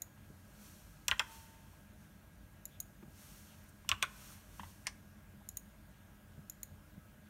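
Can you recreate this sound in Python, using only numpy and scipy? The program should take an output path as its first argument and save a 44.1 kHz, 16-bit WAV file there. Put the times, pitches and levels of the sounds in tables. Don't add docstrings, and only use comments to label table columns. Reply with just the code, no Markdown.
import sys
import numpy as np
from scipy import signal
from scipy.fft import rfft, irfft, next_fast_len
from scipy.io import wavfile
from scipy.ndimage import uniform_filter1d

SR = 44100
rng = np.random.default_rng(int(sys.argv[2]) if len(sys.argv) > 2 else 0)


def gain_from_decibels(decibels):
    exponent = np.asarray(decibels, float) / 20
    return 10 ** exponent


def wav_record(signal):
    frames = np.transpose(np.atleast_2d(signal))
    bounded = np.clip(frames, -1, 1)
    quanta = np.round(bounded * 32767).astype(np.int16)
    wavfile.write(sys.argv[1], SR, quanta)


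N = 321489

# start in seconds, peak in dB,
# case ring in dB re peak, desk thud in dB re peak, brightness in dB per octave.
KEY_SNAPS = [
    (1.0816, -14.5, -20, -27.5, 4),
    (3.8906, -15.5, -21, -28, .5),
]
KEY_BOTTOMS = [
    (1.1128, -14, -12.5, -23, -.5),
    (3.9152, -13.5, -15, -21.5, -.5),
]
KEY_RETURNS = [
    (1.194, -15.5, -12.5, -31, 0.1),
    (4.0256, -15.5, -13.5, -30, 0.1),
]
MOUSE_CLACK = [
    (4.8686, -21, -17, -26, 1.5),
]
MOUSE_NUDGES = [
    (0.075, -57, -18, -17, 0.5),
    (0.176, -53, -20, -15, 0.5),
    (3.847, -47.5, -24, -13, 0.5),
    (4.595, -32.5, -14, -21, 0.5),
    (4.632, -36, -13.5, -8.5, 0.55),
]
# start in seconds, peak in dB, shell in dB re peak, brightness in dB per octave.
SWITCH_PRESSES = [
    (2.6533, -29, -20, -2),
    (5.488, -28.5, -21, -6),
    (6.4969, -29.5, -20, -8.5),
]
SWITCH_RELEASES = [
    (0.0187, -26.5, -17, 0.1),
    (2.801, -25.5, -19, 0.1),
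    (5.57, -25.5, -16.5, 0.1),
    (6.6303, -28, -15, 0.1),
]
# start in seconds, frequency in Hz, level in dB, T60 in seconds.
SPRING_TONES = [
    (1.2, 902, -53.5, 1.55),
    (4.029, 990, -60, 0.82),
    (4.032, 1770, -57, .5),
]
# end in seconds, length in seconds, centre in Hz, width in Hz, level in dB.
PLASTIC_SLIDES = [(1.187, 0.012, 7200, 2000, -60), (1.194, 0.011, 3000, 900, -60.5),
                  (2.78, 0.11, 3350, 690, -71), (3.891, 0.012, 3000, 540, -57),
                  (4.026, 0.007, 3100, 500, -46), (3.7, .02, 9000, 6000, -62),
                  (4.328, 0.052, 1280, 320, -66), (1.745, 0.023, 920, 500, -61),
                  (3.038, 0.02, 1000, 1500, -62), (5.425, 0.018, 886, 130, -61),
                  (3.645, .012, 11700, 900, -67), (4.869, 0.014, 1930, 790, -55),
                  (3.56, 0.12, 3020, 1800, -69), (3.68, .11, 2000, 930, -70)]
# start in seconds, peak in dB, pitch in Hz, T60 in seconds.
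ARM_BUMPS = [(.3, -49, 186, 0.069), (.302, -54.5, 412, 0.039), (3.028, -49, 208, 0.11),
             (3.028, -50, 328, 0.06), (3.058, -48, 148.8, .05), (3.08, -43.5, 149, 0.031),
             (4.602, -48.5, 197, 0.12), (5.63, -54, 178, 0.065), (6.377, -47.5, 150, 0.12),
             (6.391, -40.5, 170, 0.023), (6.978, -42.5, 170, 0.046)]
# full speed reached in seconds, time held in seconds, level in dB,
# gathering rate in dB per s, slowing rate in dB per s.
SLEEVE_STROKES = [
    (.27, 0.086, -74, 80, 26),
    (.64, .02, -60.5, 110, 31.5),
    (1.33, 0.019, -57.5, 120, 68.5),
    (1.72, .02, -72.5, 82, 62),
    (2.02, .02, -72.5, 200, 90),
    (3.2, .18, -60, 132, 37),
    (4.22, .11, -57.5, 73, 140),
    (4.58, 0.12, -63.5, 90, 152),
    (4.82, .05, -70, 40, 60),
]

# centre in Hz, width in Hz, level in dB.
SNAP_MODES = [(2630, 530, 8.5), (3600, 390, 1.5), (3950, 310, 1), (5670, 640, 0), (6430, 380, 4.5),
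              (7480, 360, 4), (8750, 490, 0), (11700, 580, -19), (14900, 900, -19.5), (6000, 11000, -7)]
BOTTOM_MODES = [(2540, 1500, -1), (2980, 1110, 19.5), (4160, 900, -9.5), (6100, 2500, -4), (8600, 900, -15),
                (9000, 9000, -12)]
RETURN_MODES = [(2720, 290, 1.5), (2940, 770, -4.5), (3210, 290, 1), (5440, 380, -11), (5850, 450, -14),
                (7430, 220, -11), (8560, 630, -24), (12800, 470, -77), (8000, 4900, -33)]
LARGE_RETURN_MODES = [(2400, 500, 2), (2800, 450, -2), (3350, 290, -1), (5150, 300, -11.5),
                      (5650, 410, -11), (6780, 390, -11.5), (8490, 140, -4), (12000, 1450, -23.5),
                      (14200, 1400, -21), (8000, 5400, -26)]
CLACK_MODES = [(1130, 630, -3), (1710, 170, -1), (2050, 420, 9), (2950, 900, -32), (4420, 830, -0.5),
               (6000, 730, 0.5), (7050, 650, -2.5), (9130, 760, -4.5), (11900, 870, -9),
               (6030, 7800, -13.5)]
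NUDGE_MODES = [(990, 350, 11), (1650, 300, -21), (2600, 540, 0), (3600, 500, -25)]
PRESS_MODES = [(5100, 500, -10), (6740, 360, 8), (7130, 280, 11.5), (8870, 370, -16.5), (9700, 400, 4),
               (11100, 260, 8), (12100, 810, 11.5), (13000, 270, -13), (14500, 470, 7), (11200, 6600, 2.5)]
RELEASE_MODES = [(6120, 210, -11), (6790, 230, 8), (8770, 400, -8), (8720, 210, 1.5), (10720, 480, -3.5),
                 (11000, 200, 0.5), (12460, 440, -5), (13900, 300, -25), (14300, 760, -1.5),
                 (11500, 3700, -28)]
SHELL_MODES = [(880, 91, -9), (2010, 300, -7), (2670, 130, -10), (3940, 450, -4.5)]
MOUSE_CASE_MODES = [(970, 120, 2), (1340, 150, -3.5), (1720, 220, 1.5), (2070, 210, -5), (2500, 170, -5.5),
                    (3320, 300, -4.5), (4700, 500, -0.5), (5850, 700, 0.5)]
DESK_MODES = [(55, 13, 1.5), (94, 16, 2), (323, 13, -13), (450, 55, -22)]
# centre in Hz, width in Hz, level in dB.
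KEY_CASE_MODES = [
    [(455, 71, -16.5), (640, 97, -15), (800, 120, -13.5), (966, 85, -0.5), (1290, 88, -3), (1406, 58, 1.5),
     (1535, 70, 1), (1880, 77, 1.5), (2140, 60, -8.5), (2430, 60, -10), (2870, 75, -12.5),
     (3270, 70, -13.5)],
    [(445, 66, -22), (625, 74, -14), (820, 75, -20), (940, 56, -16), (1060, 40, 3), (1340, 55, 0.5),
     (1430, 48, -2.5), (1525, 53, -3), (1820, 60, -7.5), (2220, 90, -7), (2495, 150, -11), (2812, 60, -20),
     (3430, 81, -5.5)],
]
CAP_PITCH = [0.98, .92]
COMMON_PITCH = [0.995]
CASE_DAMPING = 1.8

# frequency in Hz, level in dB per Hz.
CLOTH_SPECTRUM = [(530, -6.5), (900, 0), (1280, 1), (1720, -2.5), (3150, 0), (3770, -2.5), (4570, 1.5),
                  (4980, -5), (5280, 2.5), (6480, 2), (7860, 1.5), (9770, 0), (10400, -1), (13000, 0),
                  (16000, -8.5)]
AIR_SPECTRUM = [(190, -38), (330, -5), (470, -10), (599, -1.5), (715, -7.5), (840, -7), (1220, -10),
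                (1500, -5), (1600, -11.5), (1790, -10), (2950, -14), (4070, -18), (10400, -18),
                (12600, -16), (15500, -20.5)]
FAN_SPECTRUM = [(15, -31), (25, -2), (96, -3), (172, -6), (208, 0.5), (233, -13.5), (298, -9.5), (360, -36),
                (470, -63.5), (790, -120)]
AIR_DB, FANS_DB = -67, -63.5
# centre in Hz, width in Hz, level in dB.
HUM_TONES = [(50.7, 7, -65), (69, 13, -81.5), (87.9, 10.6, -63.5), (144.8, 25.4, -68), (207.7, 9.6, -68),
             (308.4, 5.8, -79.5), (612, 15, -80.5), (1292, 5.8, -81.5), (1574, 120, -80)]
WHINE_HZ, WHINE_DB = 1635, -78.5

# frequency in Hz, T60 in seconds.
ROOM_T60 = [(200, 0.75), (1000, 0.4), (3000, 0.18), (6000, 0.17), (16000, 0.25)]
# delay in seconds, level in dB.
WALL_ECHOES = [(.0035, -16.5), (0.0106, -23.5), (.024, -26)]
# centre in Hz, width in Hz, depth in dB.
PORT_SHADOWS = [(4860, 430, -2.5), (7680, 460, -3.5), (10500, 290, -4)]
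MIC_LOW_HZ, MIC_HIGH_HZ = 37, 15750


def unit(x):
    return x / np.sqrt(np.mean(x ** 2) + 1e-20)


def along(points, hz):
    f, v = np.transpose(points)
    return np.interp(np.log(hz + 1), np.log(f + 1), v)


def filtered(x, response):
    m = next_fast_len(x.shape[-1] + 8192)
    spectrum = rfft(x, m) * response(np.fft.rfftfreq(m, 1 / SR))
    return irfft(spectrum, m)[..., :x.shape[-1]]


def body(modes, shake_db=0):
    gains = [gain_from_decibels(db + shake_db * rng.standard_normal()) for _, _, db in modes]

    def response(f):
        total = 0
        for k, (centre, width, _) in enumerate(modes):
            damping = 1j * f * width
            sign = (-1) ** k
            total = total + sign * gains[k] * damping / (centre * centre - f * f + damping)
        return total
    return response


def rush(spectrum, patchy_db):
    z = signal.stft(rng.standard_normal(N + 512), nperseg=512)[2]
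    field = uniform_filter1d(rng.standard_normal(z.shape), 6, 0)
    field = uniform_filter1d(field, 12, 1)
    noise = signal.istft(z * gain_from_decibels(patchy_db * unit(field)), nperseg=512)[1][:N]
    return unit(filtered(noise, lambda hz: gain_from_decibels(along(spectrum, hz))))


def ring(modes, rise, chatter, blow, tilt_db=0, shake_db=1.3, order=1, pitch=1):
    t = np.arange(SR // 4) / SR
    force = rng.standard_normal(len(t)) * (1 - np.exp(-t / rise)) * gain_from_decibels(-60 * t / chatter)
    force[round(rise * SR)] += blow
    lumps = rfft(force)
    colour = np.sqrt(uniform_filter1d(np.abs(lumps) ** 2, size=120))
    force = irfft(lumps / colour, len(t))
    tilted = [(hz * pitch, w, db + tilt_db * np.log2(hz / 3000)) for hz, w, db in modes]
    response = body(tilted, shake_db)
    sound = filtered(force * (t < .15), lambda hz: response(hz) ** order)
    return sound / np.sqrt(4 * uniform_filter1d(sound ** 2, size=90).max())


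def add(out, s, x):
    out[round(s * SR):][:len(x)] += x[:len(out) - round(s * SR)]


def knocks(events, contact, cases, pitches, rise, chatter, blow, order=1):
    out = np.zeros(N)
    for k, (s, db, case_db, thud_db, tilt_db) in enumerate(events):
        pitch = pitches[k % len(pitches)]
        touch = ring(contact, rise, chatter, blow, tilt_db, order=order, pitch=pitch)
        damped_case = np.multiply(cases[k % len(cases)], [1, CASE_DAMPING, 1])
        rattle = ring(damped_case, 0.00195, 0.069, 0.85, shake_db=1.5)
        thud = ring(DESK_MODES, 0.00324, .01, 30)
        add(out, s, gain_from_decibels(db - 1.5) * touch)
        add(out, s, gain_from_decibels(db + case_db + 4.0) * rattle)
        add(out, s, gain_from_decibels(db + thud_db) * thud)
    return out


def keyboard():
    cases = KEY_CASE_MODES
    out = knocks(KEY_SNAPS, SNAP_MODES, cases, COMMON_PITCH, .0003, 0.018, blow=7.8)
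    out += knocks(KEY_BOTTOMS, BOTTOM_MODES, cases, CAP_PITCH, .0006, 0.018, blow=12.7, order=2)
    out += knocks(KEY_RETURNS[:1], RETURN_MODES, cases[:1], CAP_PITCH, 0.0005, 0.014, blow=2.8)
    out += knocks(KEY_RETURNS[1:], LARGE_RETURN_MODES, cases[1:], COMMON_PITCH, 0.0005, 0.026, blow=8)
    t = np.arange(2 * SR) / SR
    swell = 1 - np.exp(-t / 0.073)
    for s, hz, db, t60 in SPRING_TONES:
        add(out, s, gain_from_decibels(db - 60 * t / t60) * swell * np.sin(2 * np.pi * hz * t))
    return out


def switch(events, leaf, rise, chatter, blow):
    out = np.zeros(N)
    for s, db, shell_db, tilt_db in events:
        add(out, s, gain_from_decibels(db - 2) * ring(leaf, rise, chatter, blow, tilt_db))
        add(out, s, gain_from_decibels(db + shell_db - 5) * ring(SHELL_MODES, 0.0011, 0.022, 2.7))
    return out


def mouse():
    case = MOUSE_CASE_MODES
    out = knocks(MOUSE_CLACK, CLACK_MODES, [case], COMMON_PITCH, 0.0005, 0.016, blow=4)
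    out += knocks(MOUSE_NUDGES, NUDGE_MODES, [case[:6]], COMMON_PITCH, 0.00097, 0.0053, blow=3.1, order=2)
    out += switch(SWITCH_PRESSES, PRESS_MODES, 0.0012, 0.013, blow=3)
    return out + switch(SWITCH_RELEASES, RELEASE_MODES, 0.0012, 0.013, blow=2.2)


def slides():
    out = np.zeros(N)
    for end, length, hz, width, db in PLASTIC_SLIDES:
        u = np.linspace(0, 1, round(length * SR))
        band = body([(hz, width, 0)])
        noise = filtered(rng.standard_normal(SR // 8), lambda f: band(f) ** 2)
        rub = unit(noise)[-len(u):]
        add(out, end - length, gain_from_decibels(db) * rub * np.sin(np.pi * u ** 1.8) ** .8)
    return out


def arm():
    out = np.zeros(N)
    t = np.arange(SR // 4) / SR
    onset = 1 - np.exp(-t / 0.00083)
    for s, db, hz, t60 in ARM_BUMPS:
        add(out, s, gain_from_decibels(db + 4.0 - 60 * t / t60) * onset * np.sin(2 * np.pi * hz * t))
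    now = np.arange(N) / SR
    speed = np.zeros(N)
    for s, held, db, rise, fall in SLEEVE_STROKES:
        before, after = np.maximum(s - now, 0), np.maximum(now - s - held, 0)
        speed += gain_from_decibels(db - rise * before - fall * after)
    return out + uniform_filter1d(speed, size=900) * rush(CLOTH_SPECTRUM, patchy_db=0.15)


def computer():
    tones = np.zeros(N)
    for hz, width, db in HUM_TONES:
        tones += gain_from_decibels(db) * unit(filtered(rng.standard_normal(N), body([(hz, width, 0)])))
    tones = filtered(tones, lambda hz: 1 / (1 + (hz / 2500) ** 4))
    drift = np.cumsum(rng.standard_normal(N)) * 0.0093
    whine = gain_from_decibels(WHINE_DB + 4.5) * np.sin(2 * np.pi * WHINE_HZ * np.arange(N) / SR + drift)
    rumble = gain_from_decibels(FANS_DB) * rush(FAN_SPECTRUM, patchy_db=-0.5)
    hiss = gain_from_decibels(AIR_DB) * rush(AIR_SPECTRUM, patchy_db=1.5)
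    return tones + whine + rumble + hiss


def walls(x):
    echoes = np.zeros(SR // 20)
    t = np.arange(SR // 200) / SR
    for delay, db in WALL_ECHOES:
        smear = rng.standard_normal(len(t)) * gain_from_decibels(-60 * t / 0.011)
        add(echoes, delay, gain_from_decibels(db) * smear / np.linalg.norm(smear))
    return signal.fftconvolve(x, echoes)[:N]


def room(x):
    out, step = np.zeros(N), SR // 5
    for start in range(0, N, step):
        hz, t, z = signal.stft(rng.standard_normal(SR * 3 // 4), SR, nperseg=256)
        t60 = along(ROOM_T60, hz)[:, None]
        scatter = gain_from_decibels(-60 * t / t60)
        slow = gain_from_decibels(-19.0 - 60 * t / (11.5 * t60))
        tail = signal.istft(z * (scatter + slow), SR, nperseg=256)[1]
        wet = signal.fftconvolve(x[start:start + step], tail / np.linalg.norm(tail))
        add(out, start / SR + .004, wet)
    return out


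def scene():
    hits = keyboard() + mouse() + slides()
    echoes = walls(hits) + gain_from_decibels(-16.5) * room(hits)
    return (hits + echoes + arm() + computer())[None]


def low_pass(x):
    return signal.sosfilt(signal.butter(12, 16660, fs=SR, output="sos"), x)


def record(dry):
    def port(f):
        return gain_from_decibels(sum(db / (1 + ((f - hz) / w) ** 2) for hz, w, db in PORT_SHADOWS))
    low = signal.butter(3, MIC_LOW_HZ, "high", fs=SR, output="sos")
    high = signal.ellip(8, .5, 45, MIC_HIGH_HZ, fs=SR, output="sos")
    mix = signal.sosfilt(np.vstack([low, high]), filtered(dry, port))
    return low_pass(mix)


dry = scene()
out = record(dry)
wav_record(out)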